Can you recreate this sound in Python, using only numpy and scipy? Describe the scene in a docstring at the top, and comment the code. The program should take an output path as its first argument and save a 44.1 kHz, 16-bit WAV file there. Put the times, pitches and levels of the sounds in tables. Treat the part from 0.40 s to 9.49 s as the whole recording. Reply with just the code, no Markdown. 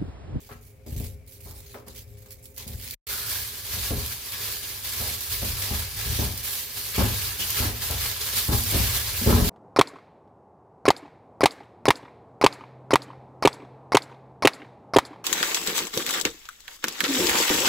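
"""Mixing dough in a steel bowl

Close up at a steel counter in a small kitchen, in stereo. A spoon stirs damp flour and taps the bowl.
After a moment of silence a hand in a thin plastic glove kneads the dough: the film crinkles, snaps
and squeaks, the bowl rocks and clanks, and the counter booms under it. An appliance drones behind."""
import sys
import numpy as np
from scipy import signal
from scipy.fft import rfft, irfft, next_fast_len
from scipy.io import wavfile
from scipy.ndimage import uniform_filter1d, map_coordinates

SR = 44100
rng = np.random.default_rng(int(sys.argv[2]) if len(sys.argv) > 2 else 0)


def transcribe(signal):
    """Save signal, clipped to [-1, 1], as a 16-bit WAV file at the path in sys.argv[1]."""
    frames = np.atleast_2d(signal).T
    limited = np.clip(frames, -1, 1)
    pcm = np.round(limited * 32767).astype(np.int16)
    wavfile.write(sys.argv[1], SR, pcm)


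N = 401074
TIME = np.arange(N) / SR
STIR_END_S, KNEAD_START_S = 2.545, 2.666
JERKS_PER_S = 35   # flour and film give way unevenly
ROCK_S = 0.04544   # the bowl rocks back this long after a knock


# The hand grips, folds and presses; levels in all tables are relative:
# start_s, length_s, film_db, rub_db, load_db
HAND_MOVES = [(2.66, 0.25, -36, -46, -48), (2.828, 0.17, -34, -45, -42), (3.214, 0.062, -38, -47, -42.5),
              (3.285, 0.2, -36, -45, -37), (3.524, .19, -38, -47.5, -52), (3.895, 0.087, -39.5, -45, -47),
              (3.978, 0.12, -36.5, -43.5, -44), (4.078, 0.048, -35, -44.5, -45),
              (4.197, 0.13, -38.5, -47, -46), (4.413, 0.23, -37, -46, -46), (4.53, 0.16, -33.5, -43.5, -41),
              (4.777, 0.14, -38, -50.5, -51), (4.88, 0.05, -32.5, -44.5, -34),
              (4.983, 0.13, -35.5, -45, -33), (5.143, 0.25, -35.5, -43.5, -36),
              (5.537, 0.25, -37.5, -43.5, -36), (5.623, .23, -35, -44.5, -34), (6.008, 0.18, -35, -47, -52),
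              (6.332, 0.38, -36.5, -46.5, -46.5), (6.516, 0.09, -34, -37.5, -40),
              (6.654, 0.2, -33.5, -41.5, -34.5), (6.967, 0.18, -33.5, -42.5, -42),
              (7.14, 0.033, -29.5, -35.5, -35), (7.386, 0.27, -34.5, -41.5, -38),
              (7.577, 0.083, -31.5, -38.5, -41), (7.779, 0.165, -35, -42.5, -43.5),
              (7.933, 0.055, -29, -39.5, -38), (8.093, 0.055, -29.5, -42.5, -36),
              (8.234, 0.094, -31.5, -41.5, -32), (8.307, .25, -30.5, -37.5, -31.5),
              (8.62, 0.23, -36, -42.5, -35.5), (8.73, 0.44, -32, -41.5, -32.5)]
def hand_effort():
    """Levels in dB of the glove's crackle and of its rubbing; it is never quite still."""
    starts, lengths, film_db, rub_db, _ = np.transpose(HAND_MOVES)
    jerk_db = 0.97 * np.tanh(drift(JERKS_PER_S))
    return [jerk_db + swells(starts, lengths, db, attack_s=0.038, fall_db_per_s=62.5, rest_db=rest_db)
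            for db, rest_db in ((film_db, -41.5), (rub_db, -51))]


# Plastic film crinkling, heard close: frequency_hz, level_db
FILM_SPECTRUM = [(880, -27.5), (1500, -16.5), (1660, -8.5), (1880, -13), (2060, -6), (2540, -6),
                 (3120, -2.5), (4460, 1), (5830, -1.5), (8740, -1.5), (11100, 3), (15100, 4.5),
                 (16000, -13)]
# The glove rubbing the wall of the bowl: frequency_hz, level_db
RUB_SPECTRUM = [(120, -6), (220, -11), (600, -4), (850, -4), (1000, -1), (1500, -1.5), (2300, 0.5),
                (3500, -2.5), (8000, -49.5)]
def glove():
    """Folds of film buckle thousands of times a second and rub along the bowl."""
    film_db, rub_db = hand_effort()
    crumple_db = film_db + 0.34 * (rub_db - film_db) + 4   # harder rubbing buckles larger folds
    folds = grains(per_s=3000, spread_db=1.5, clump_db=3, clumps_per_s=130, decay_s=0.00047)
    folds = afterglow(folds, t60=0.44, wet_db=4)
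    film = two_bands(shaped_noise(folds, FILM_SPECTRUM), crumple_db, film_db + 3, split_hz=6800)
    rubbing = bowl(shaped_noise(folds * from_db(rub_db - 6), RUB_SPECTRUM))
    return flicker(film + rubbing, depth_db=1.3, patch_hz=120, patch_s=0.025) * (TIME > KNEAD_START_S)


# The spoon's strokes through the flour: start_s, length_s, hiss_db, scrape_db, load_db
SPOON_STROKES = [(0, 0.12, -56.5, -58.5, -56), (0.208, 0.085, -59.5, -67.5, -48.5),
                 (.46, 0.069, -51.5, -55, -38), (.56, 0.095, -46.5, -50.5, -35.5),
                 (0.87, 0.091, -55.5, -62.5, -64), (1.001, 0.19, -53, -57.5, -43.5),
                 (1.223, .13, -57, -57.5, -56), (1.462, 0.059, -56, -55.5, -47),
                 (1.543, 0.044, -49, -52, -48), (1.648, 0.084, -60, -63.5, -43.5),
                 (1.766, 0.13, -60, -65.5, -52), (1.903, 0.018, -49, -53.5, -50),
                 (2.024, 0.033, -52, -63, -60), (2.137, .025, -54, -68, -58),
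                 (2.169, 0.044, -47, -45.5, -45), (2.27, .14, -47.5, -50, -46),
                 (2.393, 0.16, -44.5, -45.5, -53)]
def spoon_effort():
    """Levels in dB of the spoon's hiss and scrape; crumbs settle faintly between strokes."""
    starts, lengths, hiss_db, scrape_db, _ = np.transpose(SPOON_STROKES)
    jerk_db = 2.3 * np.tanh(drift(JERKS_PER_S))
    return [jerk_db + swells(starts, lengths, db, attack_s=0.005, fall_db_per_s=178, rest_db=-80)
            for db in (hiss_db, scrape_db)]


# Damp flour breaking up, heard close: frequency_hz, level_db
FLOUR_SPECTRUM = [(530, -34), (900, -9), (1340, -10.5), (1530, -5.5), (2040, -1), (2570, -1), (2760, -2),
                  (4460, 2.5), (7580, -1.5), (9650, -6), (10900, -1), (15100, -2), (16000, -5)]
def flour():
    """Crumbs shear and break in front of the spoon."""
    hiss_db, scrape_db = spoon_effort()
    crumbs = grains(per_s=1100, spread_db=0, clump_db=-3, clumps_per_s=230, decay_s=0.0011)
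    crumbs = afterglow(crumbs, t60=0.15, wet_db=-1)
    grit = flicker(shaped_noise(crumbs, FLOUR_SPECTRUM), depth_db=2, patch_hz=243, patch_s=0.024)
    return two_bands(grit, scrape_db + 1, hiss_db + 3.5, split_hz=7500) * (TIME < STIR_END_S)


# The spoon taps the bowl and the bowl knocks on the counter:
# start_s, boom_db, thump_db, clank_db, pitch_hz, rattle_s
TAPS_AND_KNOCKS = [(0.089, -52, -52, -37, 1040, .015), (.108, -42, -41, -35, 1650, 0.02),
                   (.462, -40, -33.5, -57, 620, 0.038), (.519, -26.5, -36.5, -60, 500, 0.049),
                   (0.601, -36, -27.5, -50, 593, 0.03), (1.056, -46, -51, -48, 680, 0.078),
                   (1.341, -62, -50, -33, 1400, .016), (1.349, -58, -52, -37.5, 457, .03),
                   (1.466, -59, -44, -47, 430, .04), (1.857, -52, -50, -48, 1210, .014),
                   (2.173, -60, -54, -44.5, 650, 0.04), (2.26, -41, -40, -61, 395, 0.059),
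                   (2.296, -32.5, -46.5, -66, 395, 0.12), (3.333, -32, -44, -49, 700, 0.07),
                   (3.503, -23.5, -27, -33, 480, 0.06), (4.598, -32, -40, -35, 605, 0.077),
                   (5.018, -28.5, -33, -37, 443, 0.04), (5.303, -26, -29.5, -31.5, 800, 0.041),
                   (5.652, -24.5, -35, -53, 600, .064), (5.788, -25, -27.5, -34, 660, 0.064),
                   (6.579, -18, -15.5, -20.5, 575, 0.037), (6.601, -42, -23, -25.5, 1000, 0.027),
                   (6.991, -42, -36, -50, 497, 0.023), (7.197, -21.5, -28.5, -34, 500, 0.072),
                   (7.221, -43, -33, -31, 920, 0.029), (7.5, -27, -37, -29, 520, 0.031),
                   (8.083, -18.5, -23, -26.5, 750, 0.06), (8.322, -28, -29, -32, 510, 0.026),
                   (8.342, -19, -21, -38, 454, 0.043), (8.813, -44, -28.5, -37.5, 420, 0.055),
                   (8.862, -14, -13.5, -24.5, 514, 0.073), (8.893, -21, -18.5, -21.5, 950, 0.054),
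                   (8.972, -19, -24, -39, 450, 0.1)]
# The dull body of a knock: frequency_hz, level_db
THUMP_SPECTRUM = [(60, -14.5), (130, -0.5), (200, 3.5), (300, -1), (450, -8), (700, -9), (1200, -35.5),
                  (3000, -39)]
# The clank of struck steel: frequency_hz, level_db
CLANK_SPECTRUM = [(150, -7), (400, 5), (1300, 2.5), (1800, -5), (3000, -8.5), (6000, -13), (12000, -32)]
def knocks():
    """Spoon taps bowl and bowl knocks on counter; each knock rattles and clanks at its own pitch."""
    rattle = grains(per_s=900, spread_db=1.5, clump_db=2, clumps_per_s=100, decay_s=0.0036)
    blows = bursts([(start, db - 11, rattle_s) for start, _, db, _, _, rattle_s in TAPS_AND_KNOCKS])
    thump = shaped_noise(rattle * blows, THUMP_SPECTRUM)
    contacts = noise() * rattle
    clank = np.zeros((2, N))
    for start, _, _, clank_db, hz, rattle_s in TAPS_AND_KNOCKS:
        span = slice(int(start * SR), min(int(start * SR) + SR // 2, N))
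        progress = np.maximum(TIME[span] - start, 0) / rattle_s
        cushion = 1 - np.exp(-progress / 0.097)   # dough softens the attack
        ring = unit_rms(resonate(contacts[:, span], hz, hz * 1.05))
        clank[:, span] += from_db(clank_db - 6.5) * cushion * np.exp(-progress) * ring
    return bowl(thump + colour(clank, CLANK_SPECTRUM))


# Resonances of the bowl: pitch_hz, width_hz, gain_db
BOWL_MODES = [(191.8, 38, -0.5), (236, 13.4, 7), (312.3, 10.4, 1), (361, 9.1, 1.5), (414.4, 31, 4.5),
              (529, 5.1, 2.5), (640, 8.1, -31), (819, 12, 2), (1014, 20, -1.5), (1120, 13, -2.5),
              (1275, 8.3, -13), (1330, 14, -2.5), (1672, 65, 2), (2330, 43, -9.5)]
def bowl(x):
    """The steel bowl adds its resonances to whatever touches it."""
    return x + sum(from_db(db) * resonate(x, hz, width) for hz, width, db in BOWL_MODES)


# Resonances of the counter top under the bowl: pitch_hz, level_db, t60_s
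COUNTER_MODES = [(42, -5, 0.18), (66.4, 2, 0.22), (75.2, 5, 0.48), (100.3, 3, 0.3), (113.5, -1, 0.24),
                 (144, -12, 0.21)]
def counter():
    """Soft blows and the shifting load set the sheet-steel top booming."""
    blows, boom = np.zeros(N), np.zeros(N)
    for start, boom_db, *_ in TAPS_AND_KNOCKS:
        for when, db in ((start, boom_db), (start + ROCK_S, boom_db - 4)):
            blows[min(int(when * SR), N - 1)] += from_db(db)
    for hz, db, t60 in COUNTER_MODES:
        mode = np.sin(2 * np.pi * hz * TIME[:SR]) * from_db(db - 60 * TIME[:SR] / t60)
        boom += signal.oaconvolve(blows, mode)[:N]
    boom = butterworth(boom, [40, 170], "band")   # dough is a soft hammer
    shake = noise()
    rumble = sum((-1) ** k * from_db(db) * resonate(shake, hz, 5.1 / t60)
                 for k, (hz, db, t60) in enumerate(COUNTER_MODES))
    rumble = butterworth(rumble, [38, 160], "band")
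    power = uniform_filter1d(np.mean(rumble ** 2, axis=0), size=2200)
    rumble /= np.sqrt(power + 1e-12)   # steady under a steady load
    return from_db(-9) * boom + from_db(-2) * counter_load() * rumble


def counter_load():
    """How hard the counter is shaken: every stroke and move leans on it, every knock jolts it."""
    starts, lengths, _, _, load_db = np.vstack([SPOON_STROKES, HAND_MOVES]).T
    leaning_db = swells(starts, lengths, load_db, attack_s=0.032, fall_db_per_s=59, rest_db=-54.5)
    shudder = bursts([(start + ROCK_S, boom_db - 1, 0.08) for start, boom_db, *_ in TAPS_AND_KNOCKS])
    return np.hypot(from_db(leaning_db), shudder)


# The loudest snaps of crumbs and film: start_s, level_db
LOUD_SNAPS = [(.018, -52), (.463, -46), (.564, -36), (.864, -49), (.922, -40), (1.11, -35), (1.204, -38),
              (1.343, -43), (1.482, -33.5), (1.86, -41), (1.913, -41), (2.0555, -34.5), (2.163, -37),
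              (2.179, -26), (2.278, -28.5), (2.509, -23), (3.661, -22.5), (3.724, -26), (3.921, -23.5),
              (4.125, -24), (4.807, -22.5), (5.568, -26), (5.976, -21.5), (6.562, -21), (7.104, -17),
              (7.51, -18), (8.08, -25), (8.236, -20)]
def snaps():
    """Bigger folds and crumbs give way with one bright tick; lesser ones come as the glove works."""
    when, size = rng.random((24, 2)).T
    starts = KNEAD_START_S + when * (TIME[-1] - KNEAD_START_S)
    film_db, _ = hand_effort()
    levels_db = np.interp(starts, TIME, film_db) + 4 + 6 * size
    ticks = bursts([(start, db - 7, 0.0041) for start, db in [*LOUD_SNAPS, *zip(starts, levels_db)]])
    return shaped_noise(afterglow(ticks, t60=0.25, wet_db=-7), FILM_SPECTRUM)


# The glove squeaks inside the bowl: centre_s, pitch_hz, level_db, half_width_s
GLOVE_SQUEAKS = [(2.728, 1430, -46, 0.027), (2.837, 1390, -45, 0.057), (2.95, 1580, -43, 0.043),
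                 (6.561, 2270, -30.5, 0.0067), (7.022, 3020, -31, 0.015)]
def squeaks():
    """Film sticks and slips on steel in a rough, narrow band."""
    out = np.zeros((2, N))
    slips = noise() * grains(per_s=710, spread_db=1, clump_db=3, clumps_per_s=150, decay_s=0.0027)
    for centre, hz, db, half_width in GLOVE_SQUEAKS:
        near = np.abs(TIME - centre) < 4 * half_width
        swell = np.exp(-((TIME[near] - centre) / half_width) ** 2 / 2)
        band = resonate(resonate(slips[:, near], hz, hz / 4), hz, hz / 4)
        out[:, near] += from_db(db) * swell * unit_rms(band)
    return out


def kitchen(x, t60, wet_db):
    """Hard walls nearby return a dense tail."""
    age = TIME[:SR]
    tail = noise(SR) * from_db(-60 * age / t60) * (age > 0.006)
    tail /= np.sqrt(np.sum(tail ** 2, axis=1, keepdims=True))
    return x + from_db(wet_db) * signal.oaconvolve(x, tail, axes=-1)[:, :N]


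# Room tone of the kitchen: frequency_hz, level_db
AIR_SPECTRUM = [(25, -12), (65, -5.5), (120, -5), (170, -21), (250, -14), (320, -25), (480, -27.5),
                (650, -26.5), (1000, -38), (2300, -35.5), (3000, -48), (5000, -42), (16000, -43)]
# An appliance in the background: pitch_hz, width_hz, level_db
APPLIANCE_BANDS = [(66.3, 5.5, -62), (410.3, 10, -61.5), (525, 2.2, -64), (2240, 210, -71.5)]
def background():
    """Room air and the drone of an appliance, both steady noise."""
    white = noise()
    drone = sum(from_db(db) * unit_rms(resonate(white, hz, width)) for hz, width, db in APPLIANCE_BANDS)
    return shaped_noise(from_db(-56), AIR_SPECTRUM) + drone


# How alike the two sides of the microphone are: frequency_hz, correlation
STEREO_LIKENESS = [(60, 0.97), (200, 0.92), (400, 0.84), (700, 0.4), (1300, 0.31), (2400, 0.32),
                   (4400, 0.25), (8000, 0.043), (15000, 0)]
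def noise(size=N):
    """White stereo noise, alike in the bass and unrelated in the treble."""
    padded = next_fast_len(size, True)
    mid, side = rfft(rng.standard_normal((2, padded)))
    alike = at_hz(STEREO_LIKENESS, np.arange(len(mid)) * SR / padded)
    left_right = np.sqrt(1 + alike) * mid + np.sqrt(1 - alike) * side * [[1], [-1]]
    return irfft(left_right, padded)[:, :size]


def from_db(db):
    """Decibels to gain."""
    return 10 ** (np.asarray(db) / 20)


def unit_rms(x):
    """Scale to unit power."""
    return x / np.sqrt(np.mean(x ** 2) + 1e-20)


def at_hz(points, hz):
    """Read a table on a log-frequency axis."""
    frequencies, values = np.transpose(points)
    return np.interp(np.log(hz + 1), np.log(frequencies), values)


def butterworth(x, hz, kind, order=3):
    """Low-, high- or band-pass filter."""
    return signal.sosfilt(signal.butter(order, hz, kind, fs=SR, output="sos"), x)


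def colour(x, spectrum, size=4096):
    """Causal (minimum-phase) filter with the given spectrum."""
    gain = from_db(at_hz(spectrum, np.arange(size + 1) * SR / (2 * size)))
    cepstrum = irfft(np.log(gain))
    cepstrum[1:size] *= 2
    cepstrum[size + 1:] = 0
    response = irfft(np.exp(rfft(cepstrum)))[:size]
    return signal.oaconvolve(x, response[None], axes=-1)[:, :N]


def resonate(x, hz, width_hz):
    """One resonance with gain 1 at its peak."""
    radius = np.exp(-np.pi * width_hz / SR)
    poles = [1, -2 * radius * np.cos(2 * np.pi * hz / SR), radius ** 2]
    return signal.lfilter(np.array([1, 0, -1]) * (1 - radius ** 2) / 2, poles, x)


def shaped_noise(envelope, spectrum):
    """Noise of a given colour whose rms follows the envelope."""
    power = np.mean(from_db(at_hz(spectrum, np.linspace(0, SR / 2, 4000))) ** 2)
    return colour(noise() * envelope, spectrum) / np.sqrt(power)


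def two_bands(x, low_db, high_db, split_hz):
    """Large folds and crumbs sound below the split and fine ones above, each at its own level."""
    low, high = (unit_rms(butterworth(x, split_hz, kind)) for kind in ("low", "high"))
    return from_db(low_db) * low + from_db(high_db) * high


def drift(per_s):
    """A random wander of unit power."""
    return unit_rms(np.interp(TIME * per_s, np.arange(N), rng.standard_normal(N)))


def grains(per_s, spread_db, clump_db, clumps_per_s, decay_s):
    """Envelope of tiny ticks of uneven but limited size that come in clumps; unit power."""
    size_db = spread_db * np.minimum(rng.exponential(1, N), 4)
    size_db += clump_db * np.tanh(drift(clumps_per_s))
    ticks = from_db(size_db) * (rng.random(N) < per_s / SR)
    power = signal.lfilter([1], [1, -np.exp(-2 / (decay_s * SR))], ticks ** 2 + 1e-12)
    return unit_rms(np.sqrt(power))


def bursts(rows):
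    """Envelope of sudden, dying bursts from rows of start_s, level_db, decay_s."""
    power = np.zeros(N)
    for start_s, db, decay_s in rows:
        start = int(np.clip(start_s * SR, 0, N - 1))
        age = TIME[:min(N - start, SR)]
        power[start:start + len(age)] += from_db(db) ** 2 * np.exp(-2 * age / decay_s)
    return np.sqrt(power)


def swells(starts, lengths, levels_db, attack_s, fall_db_per_s, rest_db):
    """Level in dB of a run of gestures: each rises, holds to its end, then falls towards rest."""
    coarse_time = TIME[::40]
    age = coarse_time - starts[:, None]
    fall_db = fall_db_per_s * np.maximum(age - lengths[:, None], 0)
    gains = np.clip(age / attack_s, 0, 1) * from_db(levels_db[:, None] - fall_db)
    loudest = np.maximum(gains.max(axis=0), from_db(rest_db))
    return np.interp(TIME, coarse_time, 20 * np.log10(loudest))


def afterglow(envelope, t60, wet_db):
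    """In the treble the room's echoes merge into a smooth tail on each tick."""
    keep = from_db(-120 / (t60 * SR))
    tail_power = signal.lfilter([1 - keep], [1, -keep], envelope ** 2 + 1e-18)
    return np.sqrt(envelope ** 2 + from_db(wet_db) ** 2 * tail_power)


def flicker(x, depth_db, patch_hz, patch_s):
    """Folds and crumbs change shape, so patches of the spectrum swell and fade on their own."""
    hz, times, frames = signal.stft(x, SR, nperseg=512)
    field = rng.standard_normal((400, 1200))
    warped_hz = 4000 * np.log1p(hz / 4000)   # patches widen towards the treble
    grid = np.meshgrid(warped_hz / patch_hz, times / patch_s, indexing="ij")
    gain = from_db(depth_db * unit_rms(map_coordinates(field, grid, order=1, mode="wrap")))
    return signal.istft(frames * unit_rms(gain), SR, nperseg=512)[1][:, :N]


def pan(x, balance):
    """Tilt the sound between left and right, band by band."""
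    return np.vstack([colour(x[[channel]], [(hz, side * db / 2) for hz, db in balance])
                      for channel, side in enumerate((1, -1))])


# Balance at the microphone for stirring and for kneading: frequency_hz, left_minus_right_db
STIR_BALANCE = [(60, 2.5), (110, 2.5), (200, 4.5), (380, -4), (700, -0.5), (1290, 4.5), (2380, 7),
                (4400, 4.5), (8120, -5), (15000, -9)]
KNEAD_BALANCE = [(60, 2.5), (110, 2), (200, 2.5), (380, -1.5), (700, 2), (1290, 1), (2380, 2), (4400, 3.5),
                 (8120, -3), (15000, -5.5)]
def scene():
    """Stirring, a moment of complete silence, then kneading."""
    rustle = flour() + glove() + snaps() + squeaks()
    sound = rustle + kitchen(knocks(), t60=0.35, wet_db=-5) + counter() + background()
    stirring = np.clip((STIR_END_S - TIME) / 0.0081 + 1, 0, 1)
    kneading = np.clip((TIME - KNEAD_START_S) / 0.0037, 0, 1)
    return pan(sound, STIR_BALANCE) * stirring + pan(sound, KNEAD_BALANCE) * kneading


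def record(dry):
    """The microphone drops the deepest bass; the top is cut steeply at 16 kHz."""
    thinned = butterworth(dry, 33, "high", order=4)
    return signal.sosfilt(signal.ellip(12, 0.1, 80, 16000, fs=SR, output="sos"), thinned)


dry = scene()
out = record(dry)
transcribe(out)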